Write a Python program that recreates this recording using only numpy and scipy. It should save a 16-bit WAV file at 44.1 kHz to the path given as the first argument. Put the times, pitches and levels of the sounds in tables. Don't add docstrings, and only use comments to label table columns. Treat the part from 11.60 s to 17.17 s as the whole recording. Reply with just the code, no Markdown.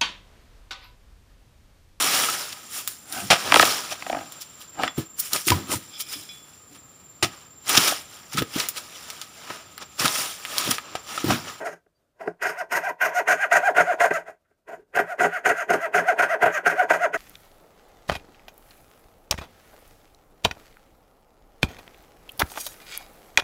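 import sys
import numpy as np
from scipy import signal
from scipy.fft import rfft, irfft
from scipy.io import wavfile
from scipy.ndimage import uniform_filter1d

SR = 44100
rng = np.random.default_rng(int(sys.argv[2]) if len(sys.argv) > 2 else 0)


def master(y):
    cut = np.clip(np.atleast_2d(y).T, -1, 1)
    pcm = np.round(cut * 32767)
    wavfile.write(sys.argv[1], SR, pcm.astype(np.int16))


def volts_from_decibels(level):
    exponent = np.asarray(level, float) / 20
    return 10 ** exponent


N = 245681

# (f/Hz, width/Hz, level/dB)
STAND_MODES = [(72.4, 61, -36), (113, 33, -26.5), (171, 14, -17), (279, 47, -19), (338.6, 29, -13.5),
               (419, 27.6, -6)]
BOARD_MODES = [(550, 169, -25), (513.6, 21, -13.5), (594.7, 66, -4), (649.7, 44.7, 0.5), (721, 53.8, -0.5),
               (797, 54, -5)]
UPPER_MODES = [(1216, 57, -7.5), (1318, 51.1, -4), (1451.4, 77.6, 1), (1567, 72.5, 1), (1674, 72.5, -4),
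               (1923, 115.3, -8.5), (2150, 152, -15.5), (2420, 206, -17.5), (2860, 522, -25),
               (3223, 820, -35.5)]
# (teeth engage t/s, hold/s, board level/dB, brightness/dB, stand rumble/dB)
CUTS = [(0.819, 0.087, -33.5, 9, 6), (1.116, 0.061, -29.5, 8, 6), (1.41, 0.052, -27, 7, -4),
        (1.676, 0.052, -22, 5.5, 1.5), (1.917, 0.051, -19, 3.5, -6.5), (2.163, 0.049, -19, 3.5, 1),
        (2.402, 0.047, -16, -1.5, -7), (3.08, .07, -38.5, -5, 4.5), (3.353, .05, -24, 3.5, 8),
        (3.597, 0.063, -22, 2.5, 8.5), (3.856, 0.049, -19.5, 5, 6.5), (4.097, 0.046, -18, 1.5, 10),
        (4.342, .05, -21.5, 5.5, 6), (4.588, .055, -21, 5, 0), (4.82, .045, -17.5, 2, 3.5),
        (5.060, .055, -26.5, 10, 5.5), (5.299, 0.051, -20.5, 2.5, -1), (5.54, 0.0085, -20.5, 3.5, 5.5)]
# (top speed t/s, board rings on/s, board level/dB, brightness/dB, tooth rate f/Hz)
RETURNS = [(1.0, 0.021, -28.5, -0.5, 738), (1.264, .045, -25.5, -4, 800), (1.576, 0.034, -19.5, -2.5, 740),
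           (1.825, 0.031, -25.5, 5.5, 829), (2.066, 0.035, -16, -4, 824), (2.297, 0.046, -20.5, -4.5, 738),
           (2.553, 0.026, -25, 2.5, 668), (3.52, 0.011, -26.5, 0, 740), (3.751, 0.038, -32, 6.5, 760),
           (3.998, 0.037, -30, 5.5, 720), (4.238, 0.0355, -25.5, -0.5, 702), (4.49, .04, -19, -4, 730),
           (4.724, .03, -20, -1, 700), (4.955, 0.037, -25, 4.5, 628), (5.199, .045, -18.5, -5, 740),
           (5.435, .03, -18.5, -2, 716)]
FUMBLES = [(0.0, 0.083, -34.5, -11.5, 681.6), (0.063, 0.048, -29.5, -3.5, 700.5),
           (0.131, 0.0098, -31.5, -4, 608), (0.564, 0.014, -60, -20, 599.5), (0.613, 0.041, -35, -9.5, 651),
           (.68, 0.01753, -26, -14, 505.3), (2.601, 0.0135, -53, 15.5, 689.1),
           (2.684, 0.033, -33, -7.5, 693.6), (2.849, 0.1196, -94, 11, 699.6), (3.22, .01, -77, -9, 396.1)]
RETURN_HALF_S = .064


def level(x, db):
    return x * volts_from_decibels(db) / np.sqrt(np.mean(x ** 2))


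def ring(x, modes):
    total = 0
    for k, (hz, width, db) in enumerate(modes):
        resonance = signal.lfilter(*signal.iirpeak(hz, hz / width, SR), x)
        total = total + (-1) ** k * volts_from_decibels(db) * resonance
    return total


def coloured(x, spectrum):
    hz, db = np.transpose(spectrum)
    bins = np.log(np.arange(N // 2 + 1) * SR / N + 1)
    return irfft(rfft(x) * volts_from_decibels(np.interp(bins, np.log(hz), db, left=-90, right=-90)), N)


def walk(rate):
    k = int(SR / rate)
    steps = np.repeat(rng.standard_normal(N // k + 1), k)
    return 1.1 * uniform_filter1d(steps, k)[:N]


def strokes():
    cut_hz, cut_even, cut_half_s = 742, .35, .073
    top_share = .62
    even_at_20_db, even_per_db = .77, .009
    fumble_even, fumble_half_s, rumble_db_per_hz = .3, .075, 0.05
    rows = []
    for s, hold, _, _, rumble_db in CUTS:
        rows.append((s + top_share * hold, cut_hz, cut_even, cut_half_s, rumble_db))
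    for s, _, db, _, hz in RETURNS:
        rows.append((s, hz, even_at_20_db + even_per_db * (db + 20), RETURN_HALF_S, -4.5))
    for s, _, _, _, hz in FUMBLES:
        rumble_db = -0.5 + rumble_db_per_hz * (cut_hz - hz)
        rows.append((s, hz, fumble_even, fumble_half_s, rumble_db))
    return sorted(rows)


def blade(slowest=.3):
    brake_rumble_db = 8
    t = np.arange(N) / SR
    s, top_hz, even, half_s, rumble_db = np.transpose(strokes())
    nearest = np.searchsorted((s[1:] + s[:-1]) / 2, t)
    top_hz, even, rumble_db = top_hz[nearest], even[nearest], rumble_db[nearest]
    way = (t + .007 - s[nearest]) / half_s[nearest]
    way = np.where(way < 0, way / 1.3, way)
    swing = np.cos(np.pi / 2 * np.clip(way, -1, 1))
    hz = top_hz * np.maximum(swing, slowest)
    rumble_db = rumble_db + brake_rumble_db * even * np.clip(way, 0, 1)
    even = np.clip(even * (1 + .45 * np.clip(way, -1, 0)), 0, .97)
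    return hz, even, rumble_db


def teeth(hz, even, wobble=.06, scatter_db=-0.5, push_s=0.0002):
    phase = np.cumsum(hz * (1 + wobble * (1.3 - even) * walk(400))) / SR
    tooth = phase.astype(int)
    size = volts_from_decibels(scatter_db * (2 - even) * rng.standard_normal(N // 20)[tooth])
    push = np.exp(-(phase % 1) / (push_s * hz))
    pushes = level(size * (push - uniform_filter1d(push, size=200)), 0)
    gate = size * np.exp(-(phase % 1) / .5)
    return pushes, gate


def pressure():
    # (full after t/s, stays past the hold/s, rise/dB/s, fall/dB/s, level/dB)
    cut_shape = [(0.0046, -0.0059, 1101, 450.5, 0.5), (0.001015, -0.0044, 1402.5, 483, 0),
                 (0.0081, -0.00049, 1507, 602, -17.5)]
    return_shape = [(0.018, -0.0055, 220, 482, -1), (0.0083, -0.012, 380, 734, 0),
                    (-0.0062, -0.012, 560, 650, -21.5)]
    fumble_shape = [(0.0, -0.04, 850, 470, 2), (0.0, -0.043, 850, 462, 7), (0.0, -0.021, 850, 512, -17)]
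    # board, upper, dust [dB]
    drag_db = [9.5, 18.5, 24.5]
    # board, upper, dust [dB]
    scrape_db = [18.5, 16.5, 27]
    drag_db_per_s, return_lead = 79, 0.29
    scrape_db_per_s, scrape_s = 89, 0.075
    sag_db_per_s, sag_growth = 3, 5.05
    judder_s, judder_wide_s, judder_db, judder_db_per_s = 0.029, 0.0046, -1, -1.85
    t = np.arange(0, N / SR, .001)
    gains = np.zeros((3, len(t)))
    for rows, shape in ((CUTS, cut_shape), (RETURNS, return_shape), (FUMBLES, fumble_shape)):
        s, hold, db, bright_db, _ = np.transpose(rows)[:, :, None]
        lead = return_lead * hold if rows is RETURNS else 0
        for k, (full, past, rise, fall, shift_db) in enumerate(shape):
            early = np.maximum(s + full - lead - t, 0)
            late = np.maximum(t - s - hold - past, 0)
            up, down = rise * early, fall * late
            if rows is RETURNS:
                before_drag = np.maximum(early - 2 * RETURN_HALF_S, 0)
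                up = np.minimum(up, drag_db[k] + drag_db_per_s * early + rise * before_drag)
            if rows is CUTS:
                after_scrape = np.maximum(late - scrape_s, 0)
                down = np.minimum(down, scrape_db[k] + scrape_db_per_s * late + fall * after_scrape)
                down = down + (sag_db_per_s + sag_growth * s) * np.clip(t - s, 0, hold)
            gains[k] += volts_from_decibels(db + (k > 0) * bright_db + shift_db - up - down).sum(axis=0)
    engage = np.array(CUTS)[:, :1]
    bows = np.exp(-((t - engage - judder_s) / judder_wide_s) ** 2).sum(axis=0)
    gains *= volts_from_decibels(bows * (judder_db + judder_db_per_s * t))
    board, upper, dust = (np.interp(np.arange(N) / SR, t, g) for g in gains)
    return board, upper, dust * volts_from_decibels(grain(column=1))


def grain(column):
    # (t/s, chips/dB, chip tilt/dB per steel zone, highest board modes/dB, whine of free blade length f/Hz)
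    met = [(0, 2, -4, -1.5, 5600), (.65, 1, -0.5, 0.5, 5100), (1.2, 3, 2.5, 3.5, 5493),
           (1.8, 0.5, 0, 1.5, 6250), (2.3, -3, -4.5, -0.5, 6773), (2.6, -1, -1, 1.5, 6935),
           (3.2, -1.5, 1.5, -0.5, 7000), (4.2, -2.5, 0, 0.5, 6520), (4.8, -5.5, -0.5, 0, 6030),
           (5.57, -4, -2.5, 0.5, 6500)]
    return np.interp(np.arange(N) / SR, *np.transpose(met)[[0, column]])


def bites(fade_s=0.0064, below_db=-19.5):
    # (t/s, peak level/dB)
    hard_spots = [(0.815, -61), (0.851, -17.5), (1.114, -21), (1.404, -28.5), (1.675, -10.5), (1.725, 0.5),
                  (1.914, 2.5), (1.966, 4.5), (2.07, -15.5), (2.148, -7.5), (2.189, -13.5), (2.402, 5),
                  (2.45, 6), (2.508, 1.5), (3.349, -16.5), (3.389, -1), (3.596, -12.5), (3.854, -10),
                  (4.101, -6), (4.139, -11), (4.34, -10.5), (4.381, -10.5), (4.483, 4), (4.59, 2.5),
                  (4.823, -0.5), (4.861, 1), (5.06, 1.5), (5.193, 2.5), (5.301, 4), (5.545, -22)]
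    start = np.zeros(N)
    for s, db in hard_spots:
        start[int(s * SR)] = volts_from_decibels(db + below_db)
    fading = signal.lfilter([1], [1, -np.exp(-1 / (fade_s * SR))], start)
    return uniform_filter1d(fading, size=300)


def whine(width_hz=450, db=-9):
    slow = signal.lfilter(*signal.butter(2, width_hz, fs=SR), rng.standard_normal((2, N)))
    turn = 2 * np.pi * np.cumsum(grain(column=4)) / SR
    return level(slow[0] * np.cos(turn) + slow[1] * np.sin(turn), db) * volts_from_decibels(3.1 * walk(12))


def chips(gate):
    # (f/Hz, level/dB per Hz)
    dust_colour = [(2120, -33), (3600, -7.5), (5770, -1), (6450, -10), (7700, -9.5), (8390, -3),
                   (10200, -5.5), (12500, -9), (14100, -15.5), (15600, -29)]
    # (f/Hz, width/Hz, level/dB)
    zones = [(5250, 550, 1.5), (6644, 1390, 7), (8200, 3100, -1), (12800, 3400, 2)]
    grit = (1.6 + gate) * rng.standard_normal(N)
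    steel = np.zeros(N)
    for k, zone in enumerate(zones):
        drift_db = 3.5 * walk(10) + (k - 1.5) * grain(column=2)
        steel += volts_from_decibels(drift_db) * ring(ring(grit, [zone]), [zone])
    return level(coloured(grit, dust_colour), -3) + level(steel, -6) + whine()


def wood(force, sharp, rumble_db, tear):
    # (f/Hz, width/Hz, level/dB)
    edge_modes = [(944, 66.4, -6), (1059.5, 124, -14.5)]
    shallow = np.exp(-((np.arange(N) / SR - 1.2) / .5) ** 2)
    edge = ring(force * volts_from_decibels(8.4 * shallow), edge_modes)
    low = ring(force * volts_from_decibels(rumble_db), STAND_MODES) + ring(force, BOARD_MODES) + edge
    high = ring(np.diff(sharp, prepend=0), UPPER_MODES[:5])
    highest = ring(np.diff(sharp * volts_from_decibels(grain(column=3)), prepend=0), UPPER_MODES[5:])
    low = low / np.std(ring(tear, BOARD_MODES))
    return low + (high - highest) / np.std(ring(np.diff(tear), UPPER_MODES))


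def saw():
    board, upper, dust = pressure()
    hz, even, rumble_db = blade()
    pushes, gate = teeth(hz, even)
    catch = volts_from_decibels(2.96 * (1 - even) * walk(70))
    bite = bites()
    tear = level((0.5 + gate) * rng.standard_normal(N), 0)
    dull_drive = 0.16 * np.sqrt(even) * pushes + 0.92 * (1 - even) * tear
    sharp_drive = 0.4 * np.sqrt(even) * pushes + 0.86 * (1 - 0.5 * even) * tear
    force = (catch * board + bite) * dull_drive
    sharp = (catch * upper + 1.001 * bite) * sharp_drive
    dust_gain = dust * volts_from_decibels(2.7 * walk(90)) + 0.032 * bite
    return wood(force, sharp, rumble_db, tear) + chips(gate) * dust_gain


def shop_air():
    # (f/Hz, level/dB per Hz)
    air_colour = [(18, -32), (30, -0.5), (443, -10.5), (673, -5.5), (747, -17), (1050, -18), (1470, -16),
                  (1910, -24), (15500, -31.5)]
    return level(coloured(rng.standard_normal(N), air_colour), -73.5) * volts_from_decibels(2.2 * walk(36))


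def knocks(contact_s=0.00022):
    # (t/s, peak level/dB)
    hits = [
        (0.263, -46.5),
        (0.675, -8.5),
        (2.508, -7.5),
        (2.682, -44),
        (2.911, -49.5),
    ]
    blows = np.zeros(N)
    for s, db in hits:
        blows[int(s * SR)] = volts_from_decibels(db)
    blows = np.convolve(blows, np.hanning(int(contact_s * SR) + 3))[:N]
    stand = volts_from_decibels(14) * ring(blows, STAND_MODES)
    return volts_from_decibels(15.5) * (stand + ring(blows, BOARD_MODES) + volts_from_decibels(-4.5) * ring(blows, UPPER_MODES))


def squeak():
    # (t/s, f/Hz, level/dB)
    creak = (.365, 4700, -75)
    s, hz, db = creak
    t = np.arange(N) / SR - s
    return volts_from_decibels(db) * np.exp(-(t / 0.015) ** 2) * np.sin(2 * np.pi * hz * t)


def scene():
    dry = saw() + knocks() + squeak()
    t = np.arange(SR // 4) / SR
    decay = volts_from_decibels(-60 * t / 0.12)
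    tail = level(rng.standard_normal(len(t)) * decay, 0) / np.sqrt(len(t))
    room = signal.fftconvolve(dry, tail)[:N]
    return (dry + volts_from_decibels(-10.5) * room + shop_air())[None]


def band_limit(x):
    return signal.sosfilt(signal.butter(12, 15750, fs=SR, output="sos"), x)


def record(dry):
    mix = np.tanh(0.78 * dry) / 0.86
    return band_limit(mix)


dry = scene()
out = record(dry)
master(out)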